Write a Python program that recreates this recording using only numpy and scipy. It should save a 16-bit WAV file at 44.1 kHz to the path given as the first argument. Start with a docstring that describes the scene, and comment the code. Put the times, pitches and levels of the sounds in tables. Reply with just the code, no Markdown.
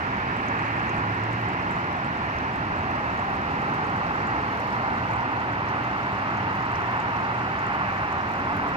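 """A busy road far off to the right, heard across a lake from a reed bed on the shore.
Traffic blurs into engine rumble and tyre roar; a few engines drone through, with faint overtones.
Close by, dry reed leaves slip and tick faintly in a light breeze, over a soft hiss.
The hand-held microphone pair turns slowly, shifting the road's lag and balance."""
import sys
import numpy as np
from scipy import signal
from scipy.fft import rfft, irfft
from scipy.io import wavfile
from scipy.ndimage import uniform_filter1d

SR = 44100
rng = np.random.default_rng(int(sys.argv[2]) if len(sys.argv) > 2 else 0)


def log_audio(samples):
    """Write samples as a 16-bit WAV file to the path given in sys.argv[1]."""
    # one column per channel
    frames = np.atleast_2d(samples).T
    # limit to full scale, then quantise
    limited = np.clip(frames, -1, 1)
    pcm = np.round(limited * 32767).astype(np.int16)
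    wavfile.write(sys.argv[1], SR, pcm)


N = 386316
T = np.arange(N) / SR
FRAME = 2048

# road spectrum at the shore: (frequency [Hz], density [dB/Hz])
ROAD_SPECTRUM = [(27, -100), (52, -63), (100, -56), (145, -57), (290, -59), (510, -66), (660, -61.5),
                 (790, -56), (950, -56), (1200, -59), (1700, -60.5), (2750, -71.5), (3400, -83),
                 (5000, -88)]
# engine rumble: (time [s], level [dB])
RUMBLE_LEVEL = [(0, 0), (3, -0.2), (5, -1), (6.2, -1.3), (7.6, -1.8), (8.76, -1)]
# heavy vehicles swelling the rumble: (peak time [s], sigma [s], rise [dB])
LORRY_SWELLS = [(1.45, 0.13, 1.4), (4.1, 0.38, 1.4)]
# tyre roar, louder as more traffic comes into the open: (time [s], level [dB])
ROAR_LEVEL = [(0, -0.8), (2.5, -1.1), (3.4, 0.7), (3.9, 0.8), (4.8, 0), (6.2, 1), (7, 1.2), (8.76, 0.1)]
# tyre hiss: (time [s], level [dB])
TYRE_HISS_LEVEL = [(0, 0.5), (1.1, 0.9), (1.8, -1.5), (4.2, -1.5), (5.4, -1.5), (7.8, 0), (8.76, -0.8)]
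# breeze in the reeds, also drives reeds() and hiss(): (time [s], stir [dB])
BREEZE_STIR = [(0, 0.84), (2.6, -1.4), (4.7, 2.5), (5.4, -2.5), (6.2, 0), (8.76, -0.3)]
# road at the microphones: (frequency [Hz], coherence [0-1], L-R [dB], base lag of left [ms])
ROAD_STEREO = [(60, 1, -1.5, 0.27), (170, 0.95, -0.5, 0.16), (318, 0.98, -1.5, 0.22), (530, 0.77, -3, 0.22),
               (756, 0.83, -1.1, 0.29), (1310, 0.84, -2, 0.28), (1694, 0.91, -3, 0.33),
               (1960, 0.19, -0.5, 0.31), (2650, 0.83, -1, 0.39), (3160, 0, -2, 0.35),
               (4800, 0.18, -7, 0.31)]
# turn of the hand: (time [s], lag scale [ratio], L-R above the rumble [dB])
HAND_TURN = [(0, 1.085, -1.3), (2.2, 1.02, -0.4), (6.6, 0.79, 0)]


def road(hz, s, rumble_hz=590, hiss_hz=1550, reeds_hz=3100, air_hz=5400,
         breeze_share=0.35, drift_db=0.47, patchy_db=0.57):
    """Far vehicles blur into rumble, roar and hiss that reach the right microphone first."""
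    lorries_db = sum(rise_db * swell(s, peak_s, sigma_s) for peak_s, sigma_s, rise_db in LORRY_SWELLS)
    flow_db = along(RUMBLE_LEVEL, s)[0] + lorries_db, along(ROAR_LEVEL, s)[0], along(TYRE_HISS_LEVEL, s)[0]
    rumble_db, roar_db, hiss_db = (db + drift_db * np.interp(s, T, walk(4.46)) for db in flow_db)
    low, high, top = 1 - above(hz, rumble_hz), above(hz, hiss_hz), above(hz, reeds_hz, order=20)
    db = across(ROAD_SPECTRUM, hz)[0] + low * rumble_db
    db += (1 - low - high) * roar_db + (high - top) * hiss_db
    db += top * breeze_share * along(BREEZE_STIR, s)[0]
    db += patchy_db * patches(db.shape, bins=6, frames=24)  # narrow bands of the road rise and sink unevenly
    air_lowpass = 1 / np.sqrt(1 + (hz / air_hz) ** 16)  # treble lost on the long way over the water
    coherence, balance_db, lag_ms = across(ROAD_STEREO, hz)
    coherence = np.clip(coherence, 0, 1)
    lag_scale, turn_db = along(HAND_TURN, s)
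    delay = np.exp(-2j * np.pi * hz * lag_ms / 1000 * lag_scale)
    right = noise_frames()
    left = coherence * delay * right + np.sqrt(1 - coherence ** 2) * noise_frames()
    gains = pan(balance_db + (1 - low) * turn_db)
    return to_sound(np.array([left, right]) * gains * undb(db) * air_lowpass)


# single engines: (peak time [s], sigma [s], pitch [Hz], glide [Hz/s], fundamental [dB],
# 2nd harmonic re fundamental [dB])
ENGINE_DRONES = [(1.007, 0.37, 112.3, -1, -34.5, -17), (1.45, 0.36, 177.5, -1, -40, -11.5),
                 (5.25, 1.0, 117.8, -.3, -40.5, -21), (7.2, 0.7, 118.8, 0, -44.5, -21),
                 (6.7, 1.6, 99.6, -1.2, -43.5, -2)]


def engines(waver_hz=1.61, fading_db=2.1, rolloff_db_per_octave=-8.5, pan_db=-1.8, harmonics=5):
    """Each drone swells and sinks into the rumble; moving air fades its harmonics unevenly."""
    out = np.zeros(N)
    for peak_s, sigma_s, hz, glide_hz_per_s, db, second_db in ENGINE_DRONES:
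        pitch_hz = hz + glide_hz_per_s * (T - peak_s) + waver_hz * walk(7)
        phase = 2 * np.pi * np.cumsum(pitch_hz) / SR
        envelope = np.sqrt(2) * swell(T, peak_s, sigma_s)
        for k in range(1, harmonics + 1):
            harmonic_db = second_db + rolloff_db_per_octave * np.log2(k / 2) if k > 1 else 0
            out += envelope * undb(db + harmonic_db + fading_db * walk(8.2)) * np.sin(k * phase)
    return pan(pan_db)[:, None] * out


# upper harmonics of a distant engine: (peak time [s], sigma [s], pitch [Hz], level [dB])
ENGINE_OVERTONES = [(3.9, 0.8, 399, -51), (4.5, 1.5, 498, -53.5), (7.3, 0.89, 394, -50),
                    (8.7, 0.35, 292, -48.5)]


def engine_overtones(waver_hz=2.39, fading_db=3.0, pan_db=-1.5):
    """Upper harmonics of a distant engine sing faintly, wavering and fading in and out."""
    out = np.zeros(N)
    for peak_s, sigma_s, hz, db in ENGINE_OVERTONES:
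        phase = 2 * np.pi * np.cumsum(hz + waver_hz * walk(9)) / SR
        envelope = np.sqrt(2) * swell(T, peak_s, sigma_s)
        out += envelope * undb(db + fading_db * walk(4)) * np.sin(phase)
    return pan(pan_db)[:, None] * out


# clearest leaf ticks: (time [s], level [dB], pitch [Hz], snap re blade [dB])
LEAF_TICKS = [(.366, -52, 7300, -10), (.465, -52, 7900, -14), (.484, -40, 6370, -13),
              (.592, -48, 7000, -22), (.894, -42, 6400, -21), (.98, -48, 7000, -22),
              (1.238, -50, 7300, -14), (1.329, -50, 7700, -12), (1.488, -48, 7200, -24),
              (1.711, -48, 7900, -6), (2.046, -51, 7400, -12), (2.386, -42, 5700, -24),
              (3.195, -50, 6700, -20), (3.74, -51, 6800, -3), (3.897, -51, 6800, -12),
              (4.272, -45, 7200, -26), (4.6, -49, 7700, 0), (4.729, -42, 5000, -24),
              (5.527, -53, 6900, -24), (5.687, -44, 5600, -24), (6.373, -47, 6500, -24),
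              (6.553, -50, 6300, -3), (6.756, -39.5, 5450, -16), (6.911, -54, 7800, -1),
              (7.0, -45, 6900, -20), (7.242, -48, 5800, -24), (7.591, -47, 6640, -19),
              (7.666, -48, 7000, -24), (7.75, -52, 6640, 1), (8.125, -45.5, 6900, -24),
              (8.21, -43, 5400, -24), (8.568, -49.5, 7200, 2)]
# uneven treble of the microphones, also in hiss(): (frequency [Hz], L-R [dB])
MIC_BALANCE = [(5900, 0), (6900, 5.5), (8200, -5), (13000, -0.5)]


def reeds(faint_db=-57, spread_db=7, faint_hz=6400, faint_snap_db=-10, breadth_db=3,
          pan_db=-4, scatter_db=3, faint_count=420):
    """Dry leaves tick, a few clearly, many faintly; the microphones' uneven treble pans each by pitch."""
    draws = rng.random((faint_count, 5))
    stirred = np.cumsum(undb(2 * along(BREEZE_STIR, T)[0]))  # faint ticks crowd in the breeze
    times_s = np.interp(draws[:, 0], stirred / stirred[-1], T)
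    ticks = [(s, db, hz, snap_db, 0) for s, db, hz, snap_db in LEAF_TICKS]
    for s, (force, breadth, dryness, place) in zip(times_s, 2 * draws[:, 1:] - 1):
        # broader leaves: louder, lower, less snap
        db = faint_db + spread_db * force + breadth_db * breadth
        hz = faint_hz * np.exp(-0.25 * breadth)
        snap_db = faint_snap_db + 9 * dryness - breadth_db * breadth
        ticks.append((s, db, hz, snap_db, scatter_db * place))
    out = np.zeros((2, N + FRAME))
    for s, db, hz, snap_db, place_db in ticks:
        start = int(np.clip(s * SR, 0, N))
        gains = pan(pan_db + place_db + across(MIC_BALANCE, hz)[0])
        out[:, start:start + FRAME] += undb(db) * gains[:, None] * leaf_tick(hz, snap_db)
    return out[:, :N]


def leaf_tick(hz, snap_db, width_hz=1450, attack_s=0.0003, decay_s=0.00056,
              tail_s=0.0084, tail_db=-21, snap_hz=10800, snap_width_hz=7000):
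    """A slipping leaf rings its stiff blade under a bright snap; nearby stalks scatter a tail."""
    t = T[:FRAME]
    attack = 1 - np.exp(-t / attack_s)
    decay = np.exp(-t / decay_s) + undb(tail_db) * np.exp(-t / tail_s)
    burst = rfft(rng.standard_normal((2, FRAME)) * attack * decay)
    return ring(burst, hz, width_hz) + undb(snap_db) * ring(burst, snap_hz, snap_width_hz)


def ring(spectrum, hz, width_hz):
    """A burst through a steep resonance, scaled to the energy of 1 ms at 0 dB."""
    f = bin_hz()
    bandpass = 1j * f * width_hz / (hz ** 2 - f ** 2 + 1j * f * width_hz)
    rung = irfft(spectrum * bandpass ** 2)
    return rung / np.sqrt(np.sum(rung ** 2, axis=1, keepdims=True) / (SR / 1000))


# hiss floor: (frequency [Hz], density [dB/Hz])
HISS_SPECTRUM = [(3500, -112), (5600, -104), (6950, -99.8), (8300, -108.5), (9500, -111), (15000, -109)]


def hiss(hz, s, breeze_share=0.4, flicker_db=0.8, patchy_db=1.1):
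    """Air, leaves and microphones hiss, uncorrelated left and right, following the breeze."""
    db = across(HISS_SPECTRUM, hz)[0] + breeze_share * along(BREEZE_STIR, s)[0]
    db += flicker_db * np.interp(s, T, walk(30))
    db += patchy_db * patches(db.shape, bins=40, frames=3)
    noise = np.array([noise_frames(), noise_frames()])
    return to_sound(noise * undb(db) * pan(across(MIC_BALANCE, hz)[0]))


def undb(db):
    """Decibels to gain."""
    return 10 ** (np.asarray(db) / 20)


def along(table, s):
    """Table columns interpolated in time."""
    times_s, *columns = np.transpose(table)
    return [np.interp(s, times_s, column) for column in columns]


def across(table, hz):
    """Table columns interpolated in log frequency."""
    points_hz, *columns = np.transpose(table)
    return [np.interp(np.log(hz + 1), np.log(points_hz), column) for column in columns]


def pan(balance_db):
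    """Constant-power gains for an L-R level difference."""
    gains = np.array([undb(balance_db / 2), undb(-balance_db / 2)])
    return gains / np.sqrt(np.mean(gains ** 2, axis=0))


def swell(t, peak_s, sigma_s):
    """A vehicle comes and goes: Gaussian bell, peak 1."""
    return np.exp(-0.5 * ((t - peak_s) / sigma_s) ** 2)


def above(hz, edge_hz, order=8):
    """Smooth 0-to-1 step at an edge."""
    return 1 - 1 / (1 + (hz / edge_hz) ** order)


def walk(rate_hz):
    """Random steps smoothed twice, unit deviation."""
    hold = int(SR / rate_hz)
    steps = np.repeat(rng.standard_normal(N // hold + 1), hold)
    smooth = uniform_filter1d(uniform_filter1d(steps, hold), hold)[:N]
    return smooth / smooth.std()


def patches(shape, bins, frames):
    """Random field smoothed in frequency and time, unit deviation."""
    field = uniform_filter1d(rng.standard_normal(shape), bins, axis=0)
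    field = uniform_filter1d(field, frames, axis=1)
    return field / field.std()


def bin_hz():
    """Bin frequencies of one frame."""
    return np.arange(FRAME // 2 + 1) * SR / FRAME


def noise_frames():
    """STFT of white noise at 0 dB/Hz."""
    return signal.stft(rng.standard_normal(N) * np.sqrt(SR / 2), SR, nperseg=FRAME)[2]


def to_sound(frames):
    """STFT to samples."""
    return signal.istft(frames, SR, nperseg=FRAME)[1][..., :N]


def scene():
    """Far traffic, near reeds, hiss floor."""
    hz = bin_hz()[:, None]
    s = np.arange(noise_frames().shape[1]) * FRAME / 2 / SR  # frame times
    return road(hz, s) + engines() + engine_overtones() + reeds() + hiss(hz, s)


def record(dry):
    """The recorder's steep low-pass."""
    cutoff_hz = 15850
    return signal.sosfilt(signal.ellip(10, 0.1, 80, cutoff_hz, fs=SR, output="sos"), dry)


dry = scene()
out = record(dry)
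log_audio(out)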